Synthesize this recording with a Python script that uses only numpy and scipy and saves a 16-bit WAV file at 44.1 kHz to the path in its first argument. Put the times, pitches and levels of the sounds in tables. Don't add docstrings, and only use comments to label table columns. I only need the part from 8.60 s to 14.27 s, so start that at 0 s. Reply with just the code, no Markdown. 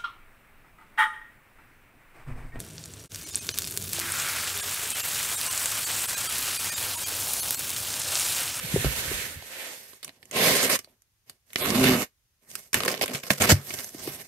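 import sys
import numpy as np
from scipy import signal
from scipy.fft import rfft, irfft, next_fast_len
from scipy.io import wavfile
from scipy.ndimage import uniform_filter1d

SR = 44100
rng = np.random.default_rng(int(sys.argv[2]) if len(sys.argv) > 2 else 0)


def unload_audio(sound):
    columns = np.transpose(np.atleast_2d(sound))
    steps = np.round(np.clip(columns, -1, 1) * 32767)
    wavfile.write(sys.argv[1], SR, steps.astype(np.int16))


N = 250047
TIME = np.arange(N) / SR

# (frequency [Hz], width [Hz], relative level [dB])
PANEL_MODES = [(111, 88, 0), (241, 61, 1.5), (373, 47, 2.5), (483, 73, -3), (591.6, 60, 2.5),
               (787, 580, -9), (1103, 30, -14.5)]
# (frequency [Hz], width [Hz], relative level [dB])
WALL_MODES = [(182, 110, -5), (274, 48, -3), (362, 35, -2), (472, 87, -2.5), (587, 70, 1.5),
              (650, 270, -9.5), (1078, 28, -8.5)]
# (frequency [Hz], width [Hz], boost [dB])
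BOARD_PEAKS = [(1110, 50, 3.5), (1210, 140, 3.5), (1600, 50, 2), (1910, 180, 0), (2165, 57, 1.5),
               (2960, 23, 4.5), (3870, 50, -1.5), (4830, 52, 2.5)]


def from_db(db):
    return 10 ** (np.asarray(db) / 20)


def rms_one(x):
    return x / np.sqrt(np.mean(x ** 2) + 1e-20)


def in_time(rows, fade_s=0.0017):
    s, *columns = np.transpose(rows)
    gate = np.clip(np.minimum(TIME - s[0], s[-1] - TIME) / fade_s + .5, 0, 1)
    return np.array([gate * from_db(np.interp(TIME, s, c)) for c in columns])


def stroke(full_s, until_s, attack_s, release_s):
    rise = np.clip(1 + (TIME - full_s) / attack_s, 0, 1)
    return rise * from_db(-60 * np.maximum(TIME - until_s, 0) / release_s)


def strokes(rows):
    power = 0
    for full_s, until_s, db, attack_s, release_s, bright_db in rows:
        gains = from_db([db, db - bright_db, db + bright_db])
        power = power + np.outer(gains, stroke(full_s, until_s, attack_s, release_s)) ** 2
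    return np.sqrt(power)


def colour(x, points, share=1):
    size = next_fast_len(x.shape[-1] + 2048)
    hz, db = np.transpose(points)
    bins = np.maximum(np.arange(size // 2 + 1) * SR / size, 1)
    gain = from_db(share * np.interp(np.log(bins), np.log(hz), db))
    return irfft(rfft(x, size) * gain, size)[..., :x.shape[-1]]


def band(x, low_hz, high_hz, order=2):
    edges = [low_hz, min(high_hz, .45 * SR)]
    return signal.sosfilt(signal.butter(order, edges, "band", fs=SR, output="sos"), x)


def resonance(x, hz, width_hz):
    r = np.exp(-np.pi * width_hz / SR)
    numerator = np.array([1, 0, -1]) * (1 - r * r) / 2
    denominator = [1, -2 * r * np.cos(2 * np.pi * hz / SR), r * r]
    return signal.lfilter(numerator, denominator, x + 1e-18)


def body(x, modes):
    return sum((-1) ** k * from_db(db) * resonance(x, hz, width) for k, (hz, width, db) in enumerate(modes))


def boosted(x, modes):
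    for hz, width_hz, db in modes:
        x = x + (from_db(db) - 1) * resonance(x, hz, width_hz)
    return x


def drift(per_s):
    return rms_one(np.interp(TIME * per_s, np.arange(8192), rng.standard_normal(8192)))


def wander(x, depth, per_s):
    return x + sum(depth * drift(per_s) * resonance(x, hz, hz / 3) for hz in np.geomspace(900, 13000, 9))


def grains(per_s, spread_db, clump_db, clump_per_s, smooth):
    sizes = from_db(abs(spread_db) * np.minimum(rng.exponential(1, N), 4))
    clicks = rms_one(sizes * (rng.random(N) < per_s / SR) * rng.standard_normal((2, N)))
    friction = smooth * rng.standard_normal((2, N))
    return rms_one((clicks + friction) * from_db(clump_db * drift(clump_per_s)))


def scrape(force, gains, tone, modes, rasp_db, panel_db, fizz_db, split_hz=5000):
    direct = wander(boosted(colour(force, tone), BOARD_PEAKS), depth=0.26, per_s=32)
    rasp = from_db(rasp_db) * rms_one(band(direct, 700, split_hz, order=3))
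    fizz = from_db(fizz_db) * rms_one(band(direct, split_hz, SR, order=3))
    panel = from_db(panel_db) * rms_one(body(force, modes))
    return gains[0] * rasp + gains[1] * panel + gains[2] * fizz


def room_quiet(level_db=-73.5):
    # (frequency [Hz], relative level [dB])
    quiet_tone = [(18, -36), (30, 0), (114, -0.5), (177, -15), (575, -21.5), (1870, -20), (3880, -22),
                  (6720, -20), (7260, -26), (11600, -19.5), (15500, -27)]
    return from_db(level_db) * rms_one(colour(rng.standard_normal((2, N)), quiet_tone))


def slide(speed, tone, hiss_db, rumble_db, wall_db, rumble_follows=1.0):
    # (frequency [Hz], relative level per Hz [dB])
    rumble_tone = [(18, -40), (30, -2.5), (122, -2.5), (184, -6.5), (235, -5), (368, -16.5), (500, -6.5),
                   (650, -34.5), (1100, -120)]
    force = grains(per_s=8300, spread_db=0.5, clump_db=0.75, clump_per_s=55, smooth=1.3)
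    hiss = rms_one(wander(colour(force, tone), depth=0.16, per_s=13.77))
    walls = from_db(wall_db) * rms_one(body(force, WALL_MODES))
    rumble = from_db(rumble_db) * rms_one(colour(force, rumble_tone))
    return from_db(hiss_db) * speed * (hiss + walls) + speed ** rumble_follows * rumble


def sliding_box():
    # (full speed from [s], until [s], attack [s], release [s])
    swing = (0.12, 0.61, 0.21, 0.81)
    shove = (1.005, 1.08, 0.24, 0.74)
    # (frequency [Hz], relative level per Hz [dB])
    turn_hiss = [(240, -23), (400, -12), (673, -9), (1030, -10.5), (1130, -12), (1710, -3.5), (4090, -8.5),
                 (4920, -11.5), (8930, -10), (10400, -11.5), (11200, -5.5), (15500, -18.5)]
    push_hiss = [(120, -43.5), (200, -11.5), (399, -3), (575, 2), (702, -4), (906, -3.5), (1090, -9.5),
                 (1980, 0.5), (5390, -8), (8660, -8.5), (10400, -9.5), (11600, -5), (14400, -13),
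                 (15500, -26.5)]
    return (slide(stroke(*swing), turn_hiss, hiss_db=-33.5, rumble_db=-45, wall_db=-26)
            + slide(stroke(*shove), push_hiss, hiss_db=-39.5, rumble_db=-67, wall_db=-30.5))


def thuds(rattle=.25, cycles_to_60_db=10.6, hollow_hz=140, hollow_db=-7.5, hollow_t60_s=0.19):
    # (time [s], level [dB], pitch [Hz])
    blows = [(0.042, -29, 160.3), (.14, -12.5, 164.5), (.16, -5, 398), (0.177, -20, 110), (.244, -12, 371),
             (.246, -16.5, 59.8), (.259, -21, 122), (0.265, -19.5, 527), (.469, -33.5, 70.6),
             (.513, -18.5, 395), (.53, -36.5, 60), (0.758, -34, 84), (2.274, -42, 604), (4.434, -16.5, 504),
             (4.508, -27.5, 266), (4.545, -29.5, 148.4), (4.706, -14, 197.5), (4.809, -13, 228),
             (4.908, -10, 232), (4.9179, -4.5, 305), (4.922, -6.5, 98.7), (5.346, -26.5, 332),
             (5.475, -16.5, 345)]
    size = SR // 2
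    t, out = np.arange(size) / SR, np.zeros((2, N + size))
    contact = 1 - np.exp(-t / .001)
    hollow_decay = from_db(hollow_db - 60 * t / hollow_t60_s)
    hollow = hollow_decay * np.sin(2 * np.pi * hollow_hz * t) * contact * [[1], [0]]
    for (s, db, hz), white in zip(blows, rng.standard_normal((len(blows), 2, size))):
        swing = np.sin(2 * np.pi * hz * t) * [[1], [0]] + rattle * rms_one(band(white, hz / 2, hz * 2))
        bump = band(swing * contact * from_db(-60 * t * hz / cycles_to_60_db), hz / 2, hz * 2)
        hollow_share = min(1, hollow_hz / hz) ** 2
        start = int(s * SR)
        out[:, start:start + size] += from_db(db) * (bump + hollow_share * hollow)
    return out[:, :N]


def snaps(rows, rise_s=0.00018, low_hz=900, high_hz=5000, panel_db=-7, ring_db=-3, crack_db=-2):
    size = SR // 8
    t, out = np.arange(size) / SR, np.zeros((2, N + size))
    for (s, db, bright_db, hz, t60), white in zip(rows, rng.standard_normal((len(rows), 2, size))):
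        body_db, edge_db = -8 - 0.94 * bright_db, -7 + bright_db
        decay = from_db(-60 * t / t60)
        burst = white * (1 - np.exp(-t / rise_s)) * decay
        parts = [(band(burst, 130, low_hz), body_db),
                 (body(burst, PANEL_MODES), body_db + panel_db),
                 (band(boosted(burst, BOARD_PEAKS), low_hz, high_hz), crack_db),
                 (resonance(burst, hz, hz / 5), ring_db),
                 (band(burst, high_hz, 12000), edge_db)]
        energy = np.sum(decay ** 2) * 2.32 / size
        start = int(s * SR)
        for part, part_db in parts:
            level = from_db(db + part_db) * np.sqrt(energy)
            out[:, start:start + size] += level * part / part.std(axis=1, keepdims=True)
    return out[:, :N]


def rubbing():
    # (full force from [s], until [s], level [dB], attack [s], release [s], brightness [dB])
    rubs = [(1.2, 1.3, -58.5, 0.15, 0.74, 6), (1.46, 1.49, -57, 0.014, 0.21, -1.5),
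            (1.66, 1.7, -64.5, 0.18, 0.21, -1), (2.175, 2.18, -55, 0.0069, .25, 1),
            (2.28, 2.3, -68.5, .03, 0.29, -2), (2.7, 2.705, -61.5, 0.044, 0.18, 0.5),
            (2.935, 2.95, -59, 0.081, 0.029, 4), (3.83, 3.88, -67, 0.024, 0.14, 0.5),
            (3.955, 3.965, -52, 0.097, 0.42, 4.5), (4.95, 4.99, -57.5, .02, 0.32, -4),
            (5.15, 5.18, -40.5, 0.14, 0.57, 4), (5.44, 5.49, -42.5, .14, 0.67, 2.5),
            (5.6, 5.63, -52.5, 0.071, 0.23, 0)]
    # (frequency [Hz], relative level per Hz [dB])
    rub_tone = [(410, -35), (700, -1), (797, -10.5), (1340, -4), (1830, 2.5), (3820, -4.5), (6100, -4.5),
                (7220, -8.5), (8760, -4), (10200, -7), (11700, 1.5), (15500, -15)]
    force = grains(per_s=2700, spread_db=2.0, clump_db=2.0, clump_per_s=63, smooth=0.98)
    return scrape(force, strokes(rubs), rub_tone, PANEL_MODES, rasp_db=-2.5, panel_db=0.2, fizz_db=-0.74)


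def edge_cut(rasp_db=-1.87, panel_db=-3.5, fizz_db=-4.0, wall_fade_db_per_s=10.5, fizz_growth_db_per_s=10.5):
    # (time [s], level [dB])
    edge_force = [(1.72, -45), (1.764, -26.5), (1.88, -21), (2.018, -28.5), (2.052, -23), (2.09, -34.5),
                  (2.1, -25), (2.16, -27), (2.174, -46.5)]
    # (frequency [Hz], relative level per Hz [dB])
    edge_tone = [(410, -31.5), (700, -1.5), (828, -15), (1070, -8), (1480, -7), (1950, -0.5), (3190, -5.5),
                 (7900, -6), (8990, -4.5), (10400, -7), (11500, -1), (15500, -18)]
    force = grains(per_s=6000, spread_db=0.5, clump_db=1.05, clump_per_s=360, smooth=0.96)
    press, = in_time(edge_force)
    past_middle_s = TIME - (edge_force[0][0] + edge_force[-1][0]) / 2
    wall_gain = press * from_db(-wall_fade_db_per_s * past_middle_s)
    fizz_gain = press * from_db(fizz_growth_db_per_s * past_middle_s)
    return scrape(force, [press, wall_gain, fizz_gain], edge_tone, WALL_MODES, rasp_db, panel_db, fizz_db)


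def seam_cut(jitter=.05, bump_spread_db=4.0, throb_db=0.5, blade_hz=3400, blade_db=-33, bite_wall_db=-37,
             flutes_db=-20.0):
    # (time [s], rate [flutes/s])
    flute_rate = [(3.0, 79.5), (3.1, 105), (3.18, 126.6), (3.24, 131.7), (3.34, 123), (3.45, 86.3)]
    # (full from [s], until [s], attack [s], release [s])
    seam_stroke = (3.02, 3.428, .065, 0.084)
    bite = (3.02, 3.04, 0.033, 0.41)
    sink = (3.1, 3.434, 0.11, 0.054)
    # (frequency [Hz], width [Hz], relative level [dB])
    top_modes = [(133, 70, -5), (236, 65, 3), (390.3, 16, -5.5), (590, 26, -23.5)]
    # (frequency [Hz], relative level per Hz [dB])
    seam_tone = [(410, -15.5), (700, 1.5), (919, -24), (1020, -1.5), (1630, -1), (2770, 1.5), (3270, -6.5),
                 (3580, -3), (5360, -13.5), (10400, -16.5), (11700, -8), (15500, -27.5)]

    rate = np.interp(TIME, *np.transpose(flute_rate))
    speed, press = rate / rate.max(), stroke(*seam_stroke)
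    turns = np.cumsum(rate * (1 + jitter * drift(110))) / SR

    kicks = np.diff(np.floor(turns), prepend=0) * from_db(bump_spread_db * drift(120))
    shaking = kicks * [[1], [0]] + 0.026 * rng.standard_normal((2, N))
    drum = band(body(shaking, top_modes), low_hz=75.7, high_hz=3100)
    drum = drum / np.sqrt(uniform_filter1d(drum[0] ** 2, size=1500) + 1e-12)
    flutes = from_db(flutes_db) * stroke(*sink) * speed ** 5.4 * drum

    force = grains(per_s=2200, spread_db=2.0, clump_db=1.0, clump_per_s=120, smooth=1.0)
    force = force * from_db(throb_db * np.cos(2 * np.pi * turns))
    gains = [press * speed ** follows for follows in (1.76, 2.9, 0.2)]
    rasp = scrape(force, gains, seam_tone, PANEL_MODES, rasp_db=-28, panel_db=-26.5, fizz_db=-32)

    singing = from_db(blade_db) * rms_one(resonance(force, blade_hz, width_hz=800))
    bitten_wall = from_db(bite_wall_db) * rms_one(body(force, WALL_MODES))
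    return rasp + stroke(*bite) * (singing + bitten_wall) + flutes


def tape():
    # (full force from [s], until [s], level [dB], attack [s], release [s],
    # brightness [dB])
    pulls = [(4.207, 4.33, -42, .004, 0.66, -3.5), (4.283, 4.29, -31.5, 0.011, 0.28, 0),
             (4.413, 4.432, -34, .004, 0.1, 4.5), (4.51, 4.515, -38.5, 0.042, 0.22, -3.5),
             (4.536, 4.556, -38, 0.0078, 0.21, 2), (4.64, 4.69, -44, 0.022, 0.33, 1.5),
             (4.707, 4.714, -28, 0.0059, 0.12, 2), (4.78, 4.8, -46, .06, .1, 2)]
    rips = [(4.147, 4.155, -29, 0.00263, 0.25, 2), (4.81, 4.822, -24.5, 0.012, 0.42, 2.5),
            (4.897, 4.922, -19, 0.01, 0.041, 1.5)]
    # (frequency [Hz], relative level per Hz [dB])
    tear_tone = [(410, -20), (700, -1), (968, -14), (1160, -4), (1410, -2.5), (2280, -0.5), (3680, -7),
                 (8760, -12.5), (9850, -15.5), (12000, -9), (14300, -18.5), (15500, -27)]
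    crackle = grains(per_s=1200, spread_db=1.0, clump_db=3.5, clump_per_s=220, smooth=0.67)
    tearing = grains(per_s=3600, spread_db=1.2, clump_db=2.0, clump_per_s=200, smooth=0.57)
    return (scrape(crackle, strokes(pulls), tear_tone, WALL_MODES, rasp_db=-0.5, panel_db=0.3, fizz_db=0.0)
            + scrape(tearing, strokes(rips), tear_tone, PANEL_MODES, rasp_db=0.7, panel_db=3.0, fizz_db=-2.0))


def place(mid_side, pan_db):
    # (frequency [Hz], side minus mid [dB])
    side_width = [(60, -10), (130, -28.5), (260, -19), (520, -10), (1000, -5), (2000, -0.5), (12000, 0)]
    mid, side = mid_side[0], colour(mid_side[1], side_width)
    return np.array([mid + side, mid - side]) * from_db(np.array([[pan_db], [-pan_db]]) / 2)


def room(x, early_db=-12, early_t60=0.064, late_db=-19, late_t60=0.14):
    t = np.arange(SR // 2) / SR
    answer = 0
    for db, t60 in [(early_db, early_t60), (late_db, late_t60)]:
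        noise = band(rng.standard_normal((2, len(t))), 200, 14000, order=1)
        echoes = place(noise, pan_db=4.5) * from_db(-60 * t / t60) * (t > .002)
        answer = answer + from_db(db) * rms_one(echoes) / np.sqrt(len(t))
    return x + signal.fftconvolve(x, answer, axes=1)[:, :N]


def scene():
    # (time [s], level [dB], brightness [dB], ring [Hz], t60 [s])
    tick_rows = [(.243, -34, -9.5, 1360, 0.12), (.8241, -45.5, -13, 3240, 0.012),
                 (1.3328, -46, -7, 1080, 0.013), (1.429, -42.5, 3, 3920, 0.06),
                 (1.4455, -35, 7, 5850, .019), (1.4789, -41, 4.5, 2260, .01),
                 (1.4925, -43, -7.5, 2170, 0.014), (1.6283, -48.5, -3, 1920, 0.017),
                 (1.6544, -49, 3.5, 6350, .014), (1.7112, -37.5, 2, 6410, 0.026),
                 (2.1896, -35, 3.5, 5370, 0.028), (2.245, -44, -1.5, 4160, 0.0088),
                 (2.42, -63.5, 11.5, 6400, .014), (2.6965, -40.5, 7, 4500, 0.017),
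                 (2.904, -53.5, -2, 1970, 0.017), (2.932, -41.5, 11, 2060, 0.012),
                 (2.9581, -20.5, -3.5, 1950, 0.015), (3.1031, -22, 2.5, 5037, 0.0097),
                 (3.914, -43, -0.5, 5370, 0.016), (3.9536, -30.5, 7.5, 4930, 0.019)]
    snap_rows = [(4.1305, -26.5, 3, 5460, 0.034), (4.1428, -15, 9, 1700, 0.013),
                 (4.2041, -22.5, -4.5, 1130, 0.015), (4.2344, -23, 1, 1160, 0.011),
                 (4.2497, -29.5, 8.5, 1130, 0.032), (4.2806, -18.5, -3, 1710, 0.011),
                 (4.3147, -29.5, 1, 4870, 0.031), (4.341, -29.5, -10, 1890, 0.013),
                 (4.4119, -24.5, -10, 2190, 0.024), (4.4281, -26.5, -7, 2520, 0.013),
                 (4.4367, -25, -12, 2360, 0.015), (4.459, -34, 11, 2980, .013),
                 (4.4793, -32.5, 5, 2370, 0.02), (4.534, -39, 8, 2160, .014), (4.547, -35, 3, 2200, 0.073),
                 (4.6341, -37, -4, 2140, 0.013), (4.7043, -12, -4, 1650, 0.017),
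                 (4.7322, -33, 3, 6850, 0.015), (4.8099, -25.5, -4, 3200, .015),
                 (4.8197, -18, -3, 6760, .035), (4.901, -18, 1, 6850, 0.02),
                 (5.1052, -34, -4.5, 2060, 0.027), (5.1388, -31.5, -3.5, 5900, 0.032),
                 (5.188, -36.5, -4, 3730, 0.017), (5.244, -37, 13.5, 6100, 0.0074),
                 (5.2909, -41.5, 8, 6000, .012), (5.474, -34.5, 1, 1100, 0.012)]
    # (frequency [Hz], left minus right [dB])
    ear_balance = [(60, -10.5), (130, 0), (500, -3.5), (2000, -5), (5000, -5), (12000, -7)]
    near = (place(sliding_box(), pan_db=0.4) + place(thuds(), pan_db=2.5)
            + place(snaps(tick_rows), pan_db=-1.0) + place(tape() + rubbing(), pan_db=0.74)
            + place(edge_cut(), pan_db=1.0) + place(seam_cut(), pan_db=0.1)
            + place(snaps(snap_rows), pan_db=2.1))
    left, right = from_db(-0.49) * room(near) + place(room_quiet(), pan_db=5.0)
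    return np.array([colour(left, ear_balance, share=0.48), colour(right, ear_balance, share=-0.44)])


def record(dry, bass_cut_hz=30, cutoff_hz=15600):
    # (frequency [Hz], width [Hz], boost [dB])
    port_ripple = [(8740, 570, 2.5), (10520, 710, -4.5), (12600, 1400, -1)]
    bass_cut = signal.butter(2, bass_cut_hz, "high", fs=SR, output="sos")
    heard = signal.sosfilt(bass_cut, boosted(dry, port_ripple))
    rounded = .85 * np.tanh(heard / .85)
    return signal.sosfilt(signal.ellip(10, .2, 100, cutoff_hz, fs=SR, output="sos"), rounded)


dry = scene()
out = record(dry)
unload_audio(out)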